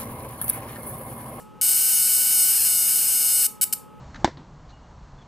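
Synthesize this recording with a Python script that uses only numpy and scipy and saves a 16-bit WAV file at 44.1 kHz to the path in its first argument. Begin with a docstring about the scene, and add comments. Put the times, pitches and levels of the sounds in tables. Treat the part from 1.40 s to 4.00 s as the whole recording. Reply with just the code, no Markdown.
"""On a workbench in a small room, a high-voltage arc burns between two probe tips, breaks off and strikes twice
more briefly; at the start only the room tail of an earlier burn is heard. The arc is a relaxation oscillator of
about 730 sparks a second: even spells whine, spells of early strikes rasp. Each snap is an impulse train
bounced off the stand and bench, then convolved with decaying noise for the clutter and room. Sine partials make
a faint machine hum, shaped noise makes the workshop air, and damped sines make a few soft knocks."""
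import sys
import numpy as np
from scipy import signal
from scipy.fft import rfft, irfft
from scipy.io import wavfile

SR = 44100
rng = np.random.default_rng(int(sys.argv[2]) if len(sys.argv) > 2 else 0)


def output_pcm(signal):
    """Save a mono or channel-first signal as 16-bit PCM at the path in sys.argv[1].

    Samples are clipped to [-1, 1] before scaling.
    """
    pcm = np.clip(np.atleast_2d(signal).T, -1, 1) * 32767
    wavfile.write(sys.argv[1], SR, np.round(pcm).astype(np.int16))


N = 114660


def undb(db):
    """Decibel definition: 20 dB is a tenfold amplitude."""
    return 10 ** (np.asarray(db) / 20)


def rms(x):
    """Effective value: the root of the mean power."""
    return np.sqrt(np.mean(x ** 2))


def over_hz(points, size):
    """Logarithmic frequency scale: (Hz, value) points are joined along it at the bins of a transform."""
    hz, value = np.array(points, float).T
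    bins_hz = np.fft.rfftfreq(size, 1 / SR)
    return np.interp(np.log(bins_hz + 1), np.log(hz), value)


def minimum_phase(points, size=1024):
    """Minimum phase: folding the cepstrum gives the most compact causal response with a given spectrum."""
    cepstrum = irfft(np.log(undb(over_hz(points, size))))
    cepstrum[1:size // 2] *= 2
    cepstrum[size // 2 + 1:] = 0
    return irfft(np.exp(rfft(cepstrum)))


def clicks(times, gains, size, order=8):
    """Band-limited interpolation: a windowed sinc places each impulse between samples."""
    at = times[:, None] * SR
    taps = np.floor(at).astype(int) + np.arange(1 - order, order + 1)
    window = np.sinc((taps - at) / order)
    shape = np.sinc(taps - at) * window * gains[:, None]
    return np.bincount(np.clip(taps, 0, size - 1).ravel(), shape.ravel(), size)


def cut(x, hz, kind, order=2):
    """Butterworth filtering: a maximally flat low-pass or high-pass."""
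    return signal.sosfilt(signal.butter(order, hz, kind, fs=SR, output="sos"), x)


# partials of the machine: pitch_hz [Hz], left level_db [dB, rms], right_gain [ratio to left]
HUM_PARTIALS = [(213, -62.5, .6), (426, -67, .7), (852, -54.6, 1.), (1278, -55.3, 1.)]


def hum():
    """Fourier synthesis: steady sines add up to the hum of a small running machine."""
    t = np.arange(N) / SR
    out = np.zeros((2, N))
    for pitch_hz, level_db, right_gain in HUM_PARTIALS:
        sine = np.sin(2 * np.pi * (pitch_hz * t + rng.random()))
        out += np.sqrt(2) * undb(level_db) * np.array([[1], [right_gain]]) * sine
    return out


# relative spectrum of the workshop air: pitch_hz [Hz], level_db [dB per Hz]
AIR_SPECTRUM = [(20, -18), (45, 2), (90, -.5), (160, 7), (250, 4), (330, -1.5), (520, 0), (680, -9),
                (900, -6), (1300, -12.5), (2000, -22), (2900, -19), (4000, -30), (6000, -32),
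                (15000, -35.5)]
# likeness of the air in the two channels: pitch_hz [Hz], likeness [-1 to 1]
AIR_LIKENESS = [(60, -.6), (130, -.4), (300, -.4), (600, .25), (1100, .8), (1800, .99), (5000, .99),
                (10000, .7)]
AIR_DB = -47.6  # rms before the microphone


def air():
    """Diffuse-field coherence: mid and side noise shares make a soft rush, wide in the bass, centred above."""
    likeness = np.clip(over_hz(AIR_LIKENESS, N), -.9, .99)
    shares = np.sqrt([1 + likeness, 1 - likeness])
    noise = rng.standard_normal((2, N))
    mid, side = irfft(rfft(noise) * undb(over_hz(AIR_SPECTRUM, N)) * shares, N)
    both = np.array([mid + side, mid - side])
    return both * undb(AIR_DB) / rms(both)


LEAD_S = .2  # time computed before the first audible sample
FLICKER_HZ = 55  # fresh random values per second


def writhing(times):
    """Random modulation: the channel writhes, a slow chance of about unit spread at the given times."""
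    knots = rng.standard_normal(1024)
    return 1.2 * np.interp((times + LEAD_S) * FLICKER_HZ, np.arange(len(knots)), knots)


# spells in which the arc burns; of the first only the room tail is heard:
# start_s [s], end_s [s], level_db [dB], extra_unrest [added share of slightly early strikes, 0-1]
BURNS = [(-.11, -.075, 0, .3), (.2124, 2.066, 0, 0), (2.2122, 2.2415, .9, .7), (2.326, 2.3372, .6, .6)]
# state of the arc, joined by straight lines: time_s [s], spark_rate_hz [Hz],
# unrest [share of slightly early strikes, 0-1], premature [share of much earlier strikes, 0-1], level_db [dB]
ARC_STATE = [(.21, 731, .55, .02, .5), (.29, 732, .5, .03, .3), (.34, 732, .55, .35, 0),
             (.41, 732, .3, .03, -.4), (.5, 733, .5, .15, 0), (.62, 733, .4, .02, .2),
             (.74, 733, .8, .02, .3), (.9, 734, .55, .07, 0), (.97, 732, .18, .02, 1.5),
             (1.09, 729, .25, .05, .6), (1.21, 723, .5, .6, 0), (1.27, 729, .2, .1, .3),
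             (1.36, 726, .2, .08, -.3), (1.46, 728, .12, .02, -.7), (1.52, 730, .75, .17, -.5),
             (1.68, 727, .3, .17, -1.4), (1.84, 728, .28, .08, -.6), (2.05, 733, .15, .06, .5)]
JITTER_MS = .004  # spread of every wait
EARLY_MS, EARLY_SPREAD_MS = .03, .05  # how much sooner a slightly early spark strikes
PREMATURE_MS, PREMATURE_SPREAD = .215, .07  # how much sooner a much earlier one strikes; spread as a ratio
SPARK_SCATTER_DB, FLICKER_DB = .8, .25  # level spread from spark to spark, and from the writhing
FLICKER_UNREST = .55  # spread the writhing gives to the log of both early shares


def sparks():
    """Relaxation oscillator: the gap recharges and breaks down; a spark struck early is weaker."""
    grid = np.arange(-LEAD_S, N / SR, .001)
    when, *columns = np.array(ARC_STATE).T
    rate_hz, unrest, premature, level_db = (np.interp(grid, when, column) for column in columns)
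    restless = np.exp(FLICKER_UNREST * writhing(grid) - FLICKER_UNREST ** 2 / 2)
    level_db = level_db + FLICKER_DB * writhing(grid)
    times, sizes = [], []
    for start_s, end_s, burn_db, extra_unrest in BURNS:
        dice = rng.random(size=(2048, 2))
        scatter = rng.standard_normal(size=(2048, 3))
        t, charge = start_s, 1
        for (early_die, premature_die), (slip, early, strength) in zip(dice, scatter):
            if t > end_s:
                break
            i = np.searchsorted(grid, t) - 1
            times.append(t)
            sizes.append(charge * undb(burn_db + level_db[i] + SPARK_SCATTER_DB * strength))
            shift_ms = JITTER_MS * slip
            if premature_die < premature[i] * restless[i]:
                shift_ms -= PREMATURE_MS * (1 + PREMATURE_SPREAD * early)
            elif early_die < unrest[i] * restless[i] + extra_unrest:
                shift_ms -= EARLY_MS + EARLY_SPREAD_MS * early
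            wait = 1 / rate_hz[i] + shift_ms / 1000
            t += wait
            charge = wait * rate_hz[i]  # the charge grows with the wait
    return np.array(times), np.array(sizes)


def tail(t60, delay, size):
    """Exponential reverberation: diffuse stereo decay of unit energy, partly alike in both channels."""
    t = np.arange(size) / SR - delay
    mid, side = rng.standard_normal((2, size)) * [[1], [.7]]
    decay = (t > 0) * np.exp(-np.log(1000) * np.abs(t) / t60)
    response = np.array([mid + side, mid - side]) * decay
    return response / np.sqrt(np.sum(response ** 2) / 2)


BENCH_DB, BENCH_T60_S, BENCH_DELAY_S = -4.6, .022, .0003  # scatter from nearby clutter
ROOM_DB, ROOM_DELAY_S = -10, .003
ROOM_T60_S, ROOM_TREBLE_T60_S, ROOM_SPLIT_HZ = .29, .215, 7000


def surroundings():
    """Superposed decays: short bench scatter, and a room whose treble dies sooner."""
    size = SR // 2
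    room = cut(tail(ROOM_T60_S, ROOM_DELAY_S, size), ROOM_SPLIT_HZ, "low")
    room += cut(tail(ROOM_TREBLE_T60_S, ROOM_DELAY_S, size), ROOM_SPLIT_HZ, "high")
    return undb(ROOM_DB) * room + undb(BENCH_DB) * tail(BENCH_T60_S, BENCH_DELAY_S, size)


WIDE_HZ = 6000  # the arc differs between the channels mainly above this
# resonances of the microphone: pitch_hz [Hz]
RING_HZ = (7600, 8900, 10300, 13000)
RING_Q = 8


def ports(x):
    """All-pass dispersion: two close ports, alike below the treble, smear snaps around their resonances."""
    hz = np.fft.rfftfreq(x.shape[1], 1 / SR)
    width = hz ** 4 / (hz ** 4 + WIDE_HZ ** 4)
    mid = x.mean(axis=0)
    side = irfft(rfft(x[0] - x[1]) / 2 * width, x.shape[1])
    pair = np.array([mid + side, mid - side])
    for ring_hz in RING_HZ:
        # subtracting twice the peak turns the phase but leaves the level
        pair = pair - 2 * signal.lfilter(*signal.iirpeak(ring_hz, RING_Q, fs=SR), pair)
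    return pair


# paths from the gap to the microphone, inverted where the gain is negative:
# left_delay_ms [ms], right_delay_ms [ms], left_gain [ratio], right_gain [ratio]
PATHS = [(0, 0, 1, .88), (.293, .285, -.41, -.31), (.382, .375, .2, .22), (.603, .591, .19, .09),
         (.756, .758, .23, .18)]
# relative spectrum of one snap: pitch_hz [Hz], level_db [dB]
SNAP_SPECTRUM = [(200, -42), (740, -21), (1000, -25), (1400, -26), (2000, -17), (2550, -17.5),
                 (2900, -10.5), (3350, -16.5), (3800, -12), (4400, -8.8), (5100, -14), (6000, -10.5),
                 (6700, -5.3), (8000, -3.5), (9500, -.4), (10500, -.7), (11600, -.7), (12400, -3.5),
                 (13100, 0), (14800, -2.6), (16000, -14)]
WANDER_MS, WRITHE_MS = .007, .01  # spread of reflected paths: from spark to spark, and from the writhing
KINK_GAIN, KINK_MS = .23, .75  # small snaps from kinks: size spread relative to the main snap, longest delay
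ARC_DB = -18.2  # rms from 0.5 to 2 s, before the low-mid dip and top cut


def arc(count=4):
    """Multipath convolution: crooked sparks snap, arrive by a few short paths, ring in clutter and room."""
    lead = int(LEAD_S * SR)
    space = surroundings()
    times, sizes = sparks()
    wander_ms = WANDER_MS * rng.standard_normal(size=(4096, len(PATHS)))[:len(times)]

    # every spark has its own kinks, each adding a small snap
    kink_ms = KINK_MS * rng.random(size=(4096, count))[:len(times)]
    kink_gain = KINK_GAIN * rng.standard_normal(size=(4096, count))[:len(times)]
    snap_ms = np.column_stack([np.zeros(len(times)), kink_ms])
    snap_gain = np.column_stack([np.ones(len(times)), kink_gain])
    # the snaps share the spark's energy
    snap_gain *= (sizes / np.linalg.norm(snap_gain, axis=1))[:, None]

    near = np.zeros((2, N + lead))
    for k, path in enumerate(PATHS):
        # the direct path, k = 0, stays put
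        shift_ms = (k > 0) * (wander_ms[:, k] + WRITHE_MS * writhing(times))
        for channel in range(2):
            delay_ms = path[channel] + shift_ms[:, None] + snap_ms
            at = times[:, None] + LEAD_S + delay_ms / 1000
            near[channel] += path[2 + channel] * clicks(at.ravel(), snap_gain.ravel(), N + lead)

    reverberant = signal.fftconvolve(near.mean(axis=0)[None], space, axes=1)[:, :N + lead]
    smeared = ports(near + reverberant)
    heard = signal.fftconvolve(smeared, minimum_phase(SNAP_SPECTRUM)[None], axes=1)[:, lead:lead + N]
    return heard * undb(ARC_DB) / rms(heard[:, SR // 2:2 * SR])


# soft knocks and the pitches they ring at:
# start_s [s], pitch_hz [Hz], level_db [dB, before rise and decay], decay_s [s, to 1/e]
KNOCKS = [(1.2, 98, -41, .014), (1.202, 290, -45, .01), (1.685, 1000, -45, .012)]


def knocks():
    """Damped resonance: each faint workshop knock is a sine that dies away exponentially."""
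    out = np.zeros(N)
    for start_s, pitch_hz, level_db, decay_s in KNOCKS:
        age = np.maximum(np.arange(N) / SR - start_s, 0)
        envelope = np.minimum(age / .003, 1) * np.exp(-age / decay_s)  # 3 ms rise
        out += undb(level_db) * np.sin(2 * np.pi * pitch_hz * age) * envelope
    return out


def scene():
    """Linear superposition: the sound pressures of all sources add."""
    return hum() + air() + knocks() + arc()


NOTCH_HZ, NOTCH_Q, TOP_HZ = 672, 5, 14900


def record(dry):
    """Transducer response: the sound has a narrow dip in the low mids and a steep top cut."""
    dipped = signal.lfilter(*signal.iirnotch(NOTCH_HZ, NOTCH_Q, fs=SR), dry)
    # order 10, ripple 0.2 dB, stop band 80 dB down
    return signal.sosfilt(signal.ellip(10, .2, 80, TOP_HZ, fs=SR, output="sos"), dipped)


dry = scene()
out = record(dry)
output_pcm(out)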